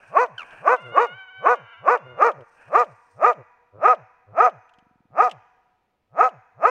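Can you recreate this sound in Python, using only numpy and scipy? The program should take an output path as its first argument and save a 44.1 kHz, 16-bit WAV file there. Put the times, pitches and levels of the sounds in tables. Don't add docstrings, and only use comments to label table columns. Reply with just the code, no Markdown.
import sys
import numpy as np
from scipy import signal
from scipy.fft import rfft, irfft, next_fast_len
from scipy.io import wavfile
from scipy.ndimage import uniform_filter1d, minimum_filter1d

SR = 44100
rng = np.random.default_rng(int(sys.argv[2]) if len(sys.argv) > 2 else 0)


def transcribe(signal):
    frames = np.atleast_2d(signal).T
    limited = np.clip(frames, -1, 1)
    pcm = np.round(limited * 32767).astype(np.int16)
    wavfile.write(sys.argv[1], SR, pcm)


N = 295470
TIME = np.arange(N) / SR

# frequency in Hz, gain in dB.
FOREST_AIR_EQ = [(25, -8), (60, -6.5), (200, -11.5), (500, -11), (1200, -22), (2500, -23.5), (4000, -30.5),
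                 (8000, -41), (15000, -42.5)]
# frequency in Hz, gain in dB.
ECHO_EQ = [(150, -21), (480, -8.5), (720, -7), (870, -1.5), (1000, 3), (1230, -12), (1550, 4), (2000, 3.5),
           (2600, 4), (4000, 0), (6500, 4.5), (10000, -8.5)]
# start in seconds, end in seconds, level in dB.
RUSTLE_CUES = [(0, .12, -74), (0.488, .92, -75), (2.52, 3.15, -76)]
# frequency in Hz, gain in dB.
RUSTLE_EQ = [(3000, -9.5), (4500, -4.5), (5800, 1), (6800, -6), (7900, -6.5), (8700, 3), (9400, -13.5),
             (14000, -24)]
# start in seconds, relative level in dB.
TICK_CUES = [(.5082, -54.5), (2.4075, -59.5), (4.693, -60), (4.7375, -60), (4.7863, -59.5), (5.2946, -43),
             (5.3118, -36.5)]
# frequency in Hz, gain in dB.
TICK_EQ = [(1200, -24.5), (2300, 0), (3000, 5), (4200, -12), (7000, -16.5), (14000, -38.5)]
# start in seconds, end in seconds, level in dB.
HISS_CUES = [(0, .13, -53.5), (0.4, 0.666, -48), (2.576, 2.705, -56)]
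# frequency in Hz, gain in dB.
HISS_EQ = [(300, -12), (700, -2), (1200, -7), (1620, 5), (2050, -15.5), (2480, -1), (2900, -13),
           (3600, -34.5), (5000, -34), (7200, -36.5), (9000, -32.5), (13000, -52.5)]
# frequency in Hz, gain in dB.
BREATH_EQ = [(1800, -23), (3000, -5), (3700, -2.5), (4700, -1), (6200, 3.5), (7500, -6), (9000, -13),
             (11000, -12.5), (13000, -22.5), (15500, -19)]
# time in seconds, second harmonic in Hz, relative level in dB.
WHINE_PHRASES = [
    [(0.79, 1396, -45), (0.864, 1419, -42.5), (0.878, 1367, -47), (0.93, 1432, -39.5)],
    [(1.09, 1428, -42.5), (1.19, 1549, -45), (1.274, 1494, -43.5), (1.42, 1527, -46)],
    [(1.58, 1407, -48), (1.596, 1401, -49), (1.822, 1359, -52), (1.83, 1347, -56.5)],
    [(2.02, 1371, -56.5), (2.058, 1410, -50.5), (2.138, 1419, -53.5), (2.17, 1403, -53)],
]
# frequency in Hz, gain in dB.
WHINE_EQ = [(450, -17), (720, -17), (1100, -8.5), (1450, -1.5), (2150, -9.5), (2900, -7.5), (3600, -26),
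            (4400, -42), (6500, -54.5)]
# start in seconds, end in seconds, first pitch in Hz, last pitch in Hz,
# level in dB, mouth opening as overtone gain in dB.
GROWL_CUES = [(0.818, 0.958, 135.4, 107, -45.5, 1), (2.01, 2.202, 136.7, 114, -47.5, 0),
              (2.357, 2.449, 157.5, 106.4, -46.5, 1), (3.36, 3.437, 162.8, 109.3, -48, 2),
              (3.716, 3.825, 97, 116, -48, -1.5), (4.258, 4.365, 98.2, 114.1, -47, -10.5)]
# frequency in Hz, gain in dB.
GROWL_EQ = [(120, -21.5), (250, -11), (380, -1.5), (550, 5.5), (800, -16.5), (1200, -10), (1800, -21.5)]
# frequency in Hz, gain in dB.
RASP_EQ = [(250, -19.5), (500, -1.5), (1200, 0.0), (2500, 15)]
# frequency in Hz, gain in dB.
THROAT_EQ = [(60, -60.5), (180, -51.5), (280, -19), (390, -10), (490, -3), (700, 0), (950, -4.5),
             (1300, -7), (1650, -10), (2100, -17.5), (2550, -18), (2900, -36), (3400, -48.5), (5000, -78)]
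# top of the arch in seconds, top pitch in Hz, rise in seconds, release in seconds,
# relative held level in dB, period doubling in dB, jaw resonance in Hz, mouth resonance in Hz,
# nasal resonance in dB.
YELP_CUES = [(0.223, 508, .082, 0.045, -15, -11.5, 622, 1125, 1),
             (.731, 513.2, 0.083, 0.039, -12, -3.5, 599, 1150, 10.5),
             (1.030, 487, 0.086, .045, -16.5, -11, 530, 1143, -2),
             (1.516, 495.7, 0.078, 0.047, -12, -1.5, 537, 1142, 12),
             (1.931, 495, 0.075, 0.051, -13.5, -8, 565, 1150, 6),
             (2.262, 479.2, 0.071, 0.064, -13, -8.5, 540, 1213, -1.5),
             (2.803, 497.3, 0.081, 0.048, -12, -1, 576, 1196, -9.5),
             (3.285, 492, 0.076, .052, -12, -4, 616, 1239, -15.5),
             (3.903, 505.8, .087, 0.052, -9, 4, 619, 1260, -5.5),
             (4.451, 499.7, 0.091, 0.053, -10, 4, 689, 1267, -3),
             (5.248, 501, 0.083, 0.056, -14.5, 0.5, 734, 1243, -6),
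             (6.254, 513.7, 0.085, 0.043, -13.5, 2, 713, 1268, -2.5),
             (6.697, 510.6, 0.079, .047, -17.5, -26, 683, 1248, -4)]

RELEASE_DB = 28


def from_db(db):
    return 10 ** (np.asarray(db) / 20)


def rms_one(x):
    return x / np.sqrt(np.mean(x ** 2) + 1e-20)


def level_out(x):
    return x / np.sqrt(np.abs(uniform_filter1d(x ** 2, size=400)) + 1e-12)


def colour(x, eq, resonances=()):
    size = 2 * next_fast_len(len(x) // 2 + 1024)
    hz = np.arange(size // 2 + 1) * SR / size
    eq_hz, eq_db = np.transpose(eq)
    broad_db = np.interp(np.log(hz + 1), np.log(eq_hz), eq_db)
    bells_db = sum(db / (1 + (2 * (hz - centre) / width) ** 2) for centre, width, db in resonances)
    cepstrum = irfft(np.log(from_db(broad_db + bells_db)))
    cepstrum[1:size // 2] *= 2
    cepstrum[size // 2 + 1:] = 0
    return irfft(rfft(x, size) * np.exp(rfft(cepstrum)))[:len(x)]


def noise(eq, size):
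    return rms_one(colour(rng.standard_normal(size), eq))


def waver(t, rate):
    return np.interp((t - t[0]) * rate, np.arange(8192), rng.standard_normal(8192))


def held(t, start, end, fade_db_per_s):
    return from_db(-fade_db_per_s * np.maximum(0, np.maximum(start - t, t - end)))


def phase_of(hz):
    return 2 * np.pi * np.cumsum(hz) / SR


def add(out, start_s, sound):
    start = max(round(start_s * SR), 0)
    out[start:start + len(sound)] += sound[:max(N - start, 0)]


def forest_air(level_db=-75):
    return from_db(level_db) * noise(FOREST_AIR_EQ, N)


def woodland_echo(x, build_s=.024, t60_s=1.34, wet_db=-30):
    t = TIME[:2 * SR]
    echoes = noise(ECHO_EQ, len(t)) * from_db(-60 * t / t60_s) * (1 - np.exp(-t / build_s))
    return from_db(wet_db) * signal.fftconvolve(x, echoes / np.linalg.norm(echoes))[:N]


def rustles(fade_db_per_s=90, grain_db=4):
    stir = sum(from_db(db) * held(TIME, start, end, fade_db_per_s) for start, end, db in RUSTLE_CUES)
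    return rms_one(noise(RUSTLE_EQ, N) * from_db(grain_db * waver(TIME, 73))) * stir


def dry_ticks(cues, t60_s=.038, trim_db=2):
    out, t = np.zeros(N), np.arange(2048) / SR
    for start, level_db in cues:
        add(out, start, noise(TICK_EQ, len(t)) * from_db(level_db + trim_db - 60 * t / t60_s))
    return out


def mouth_smacks(relative_db=-50.5, release_share=.84):
    shut_times = [top_s + release_share * release for top_s, _, _, release, *_ in YELP_CUES]
    return dry_ticks([(start, relative_db) for start in shut_times])


def hisses(fade_db_per_s=263.5, flutter_db=2.5):
    flow = sum(from_db(db) * held(TIME, start, end, fade_db_per_s) for start, end, db in HISS_CUES)
    return noise(HISS_EQ, N) * flow * from_db(flutter_db * waver(TIME, 60))


def grunts(start_s=4.782, pulse_s=.008, gap_s=.0408, slowing_s=.0017, level_db=-52, spread_db=1.5):
    out, t = np.zeros(N), np.arange(0, pulse_s, 1 / SR)
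    sag_hz = np.geomspace(330, 130, len(t))
    pulse = np.sin(phase_of(sag_hz)) * np.sin(np.pi * t / pulse_s)
    for k in range(8):
        add(out, start_s, pulse * from_db(level_db - spread_db * rng.standard_normal()))
        start_s += gap_s + k * slowing_s
    return out


def squeak(start_s=.379, pip_s=.0095, gap_s=.012, first_hz=1530, drop_hz=102, first_db=-31.5, loss_db=2):
    out, t = np.zeros(N), np.arange(0, pip_s, 1 / SR)
    for k in range(5):
        jitter = .02 + k * .013
        phase = phase_of((first_hz - k * drop_hz) * (1 + jitter * waver(t, 1900)))
        tone = np.sin(phase) + from_db(-1) * np.sin(2 * phase) + from_db(-24) * np.sin(3 * phase)
        breath = from_db(-27) * noise(BREATH_EQ, len(t))
        pip = rms_one((tone + breath) * np.sin(np.pi * t / pip_s))
        add(out, start_s + k * gap_s, pip * from_db(first_db - k * loss_db))
    return out


def whine(quaver_hz=26.26, quaver_depth=.009, jitter=.0048, wander=.006, flutter_db=3, trim_db=1):
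    times, *contours = np.vstack(WHINE_PHRASES).T
    second_hz, level_db = (np.interp(TIME, times, contour) for contour in contours)
    crack = .75 * held(TIME, start=1.6, end=1.82, fade_db_per_s=129)
    quaver = np.sin(2 * np.pi * quaver_hz * TIME + 2 * waver(TIME, 18)) * (1 + .5 * waver(TIME, 9.9))
    shake = jitter * waver(TIME, 500) + quaver_depth * quaver * (1 + .6 * crack)
    phase = phase_of(second_hz / 2 * (1 + shake + wander * waver(TIME, 50)))
    uneven_phase = phase + .6 * crack * np.sin(phase / 3)
    tone = sum(np.cos(k * uneven_phase) for k in range(1, 10)) * (1 + crack * np.cos(phase / 3))
    gate = held(TIME, start=.78, end=2.19, fade_db_per_s=598.5)
    gain = from_db(level_db + trim_db + flutter_db * waver(TIME, 38))
    return level_out(colour(tone, WHINE_EQ)) * gain * gate


def vocal_folds(t, pitch, doubling, jitter, shimmer):
    phase = phase_of(pitch * (1 + jitter * waver(t, 450)))
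    harmonics = sum(np.cos(k * phase) for k in range(1, 15))
    between = sum(.58 ** max(k - 2, 0) * np.cos((k + .5) * phase) for k in range(1, 8))
    pulses = harmonics + doubling * (1 + .25 * waver(t, 130)) * between
    return pulses * (1 + shimmer * waver(t, 600)), phase


def growls():
    out = np.zeros(N)
    for start, end, first_hz, last_hz, level_db, opening_db in GROWL_CUES:
        t = np.arange(0, end - start, 1 / SR)
        pitch = np.geomspace(first_hz, last_hz, len(t))
        pulses, phase = vocal_folds(t, pitch, doubling=0, jitter=.027, shimmer=.2)
        growl = np.sin(phase) + from_db(opening_db) * rms_one(colour(pulses, GROWL_EQ))
        add(out, start, growl * signal.windows.tukey(len(t), .8) * from_db(level_db))
    return out


def chest_hum(t, pitch, phase, level_db=-47.5, top_hz=195):
    gate = held(t, start=-.12, end=.13, fade_db_per_s=649.5)
    return from_db(level_db) * np.sin(phase) * gate / (1 + (pitch / top_hz) ** 4)


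def breath_rush(t, chop, effort_db, air_db=-51, lead_s=.0057, fade_db_per_s=130, grain_db=2):
    resonances = [(hz * rng.uniform(.84, 1.04), 170, 6) for hz in np.geomspace(3700, 11500, 13)]
    air = rms_one(colour(rng.standard_normal(len(t)), BREATH_EQ, resonances))
    swell_db = effort_db - fade_db_per_s * np.abs(t + lead_s)
    return air * chop * from_db(air_db + swell_db + grain_db * waver(t, 250))


def pitch_arch(t, top_hz, rise, rest_hz=83.9, fall_s=.057, wobble=.008):
    arch = np.where(t < 0, np.exp(-np.abs(t / rise) ** 2.1), 1 / (1 + np.abs(t / fall_s) ** 3))
    return (rest_hz + (top_hz - rest_hz) * arch) * (1 + wobble * waver(t, 90))


def effort(t, rise, release, attack_db_per_s=603.5, tail_db=23, tail_s=.11):
    attack = attack_db_per_s * np.maximum(-t - .69 * rise, 0)
    drop = RELEASE_DB * np.clip(t / release, 0, 1) ** 2.85
    tail = tail_db * (np.maximum(t - release, 0) / tail_s) ** 2
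    return -attack - drop - tail


def flare(overtone_hz, resonance_hz, width_hz=65):
    return np.exp(-((overtone_hz - resonance_hz) / width_hz) ** 2)


def muffle(voice, shut, corner_hz=860, shut_db=-11.5):
    dull = signal.sosfiltfilt(signal.butter(3, corner_hz, fs=SR, output="sos"), voice)
    return dull + (voice - dull) * from_db(shut_db * shut)


def yelps(onset_db=-14.5, trim_db=-2, hoarse_db=-20, break_lead_s=.035, break_build_s=.036,
          nasal_hz=1496, low_cut_hz=210):
    out = np.zeros(N)
    t = np.arange(-int(.18 * SR), int(.22 * SR)) / SR
    low_cut = signal.butter(2, low_cut_hz, "high", fs=SR, output="sos")
    for top_s, top_hz, rise, release, level_db, doubling_db, jaw_hz, mouth_hz, nasal_db in YELP_CUES:
        pitch = pitch_arch(t, top_hz, rise)
        effort_db = effort(t, rise, release)
        weak = np.clip(-effort_db / RELEASE_DB, 0, 1)
        broken = np.clip((t + break_lead_s) / break_build_s, 0, 1) * (1 - weak ** 2)
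        jitter = .011 + .012 * np.sin(np.pi * weak)
        pulses, phase = vocal_folds(t, pitch, broken * from_db(doubling_db), jitter, shimmer=.29)

        on_jaw = flare(2 * pitch, jaw_hz)
        on_mouth = flare(3 * pitch, mouth_hz) * (t < 0)
        on_closing = flare(1.5 * pitch, jaw_hz) * (t > 0)
        pulses += 1.6 * on_jaw * np.cos(2 * phase)
        pulses += .6 * on_mouth * np.cos(3 * phase)
        pulses += on_closing * np.cos(1.5 * phase)
        flare_db = 7 * on_mouth + on_jaw + .5 * on_closing
        resonances = [(jaw_hz, 200, 5.5), (mouth_hz, 200, 16), (nasal_hz, 57, nasal_db)]
        tone = level_out(colour(pulses, THROAT_EQ, resonances)) * from_db(flare_db)

        chop = 1 + .5 * np.cos(phase)
        rasp = noise(RASP_EQ, len(t)) * chop
        strain_db = 8 * weak + 4.5 * np.sin(np.pi * broken) + 5.5 * on_mouth
        hoarse = from_db(hoarse_db + strain_db) * rms_one(colour(rasp, THROAT_EQ, resonances))

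        voice_db = onset_db + (level_db + trim_db - onset_db) * broken + effort_db
        voice = signal.sosfilt(low_cut, muffle(tone + hoarse, shut=weak) * from_db(voice_db))
        add(out, top_s + t[0], voice + breath_rush(t, chop, effort_db) + chest_hum(t, pitch, phase))
    return out


def scene():
    pup = yelps() + growls() + whine() + squeak() + grunts() + mouth_smacks()
    near = pup + dry_ticks(TICK_CUES) + hisses() + rustles()
    return (near + woodland_echo(near) + forest_air())[None]


def record(dry, ceiling=.8, cutoff_hz=15760):
    gain = minimum_filter1d(np.minimum(1, ceiling / (np.abs(dry) + 1e-9)), size=400)
    gain = uniform_filter1d(uniform_filter1d(gain, size=200), size=200)
    high_cut = signal.ellip(10, .1, 80, cutoff_hz, fs=SR, output="sos")
    return signal.sosfilt(high_cut, dry * gain * signal.windows.tukey(N, .001))


dry = scene()
out = record(dry)
transcribe(out)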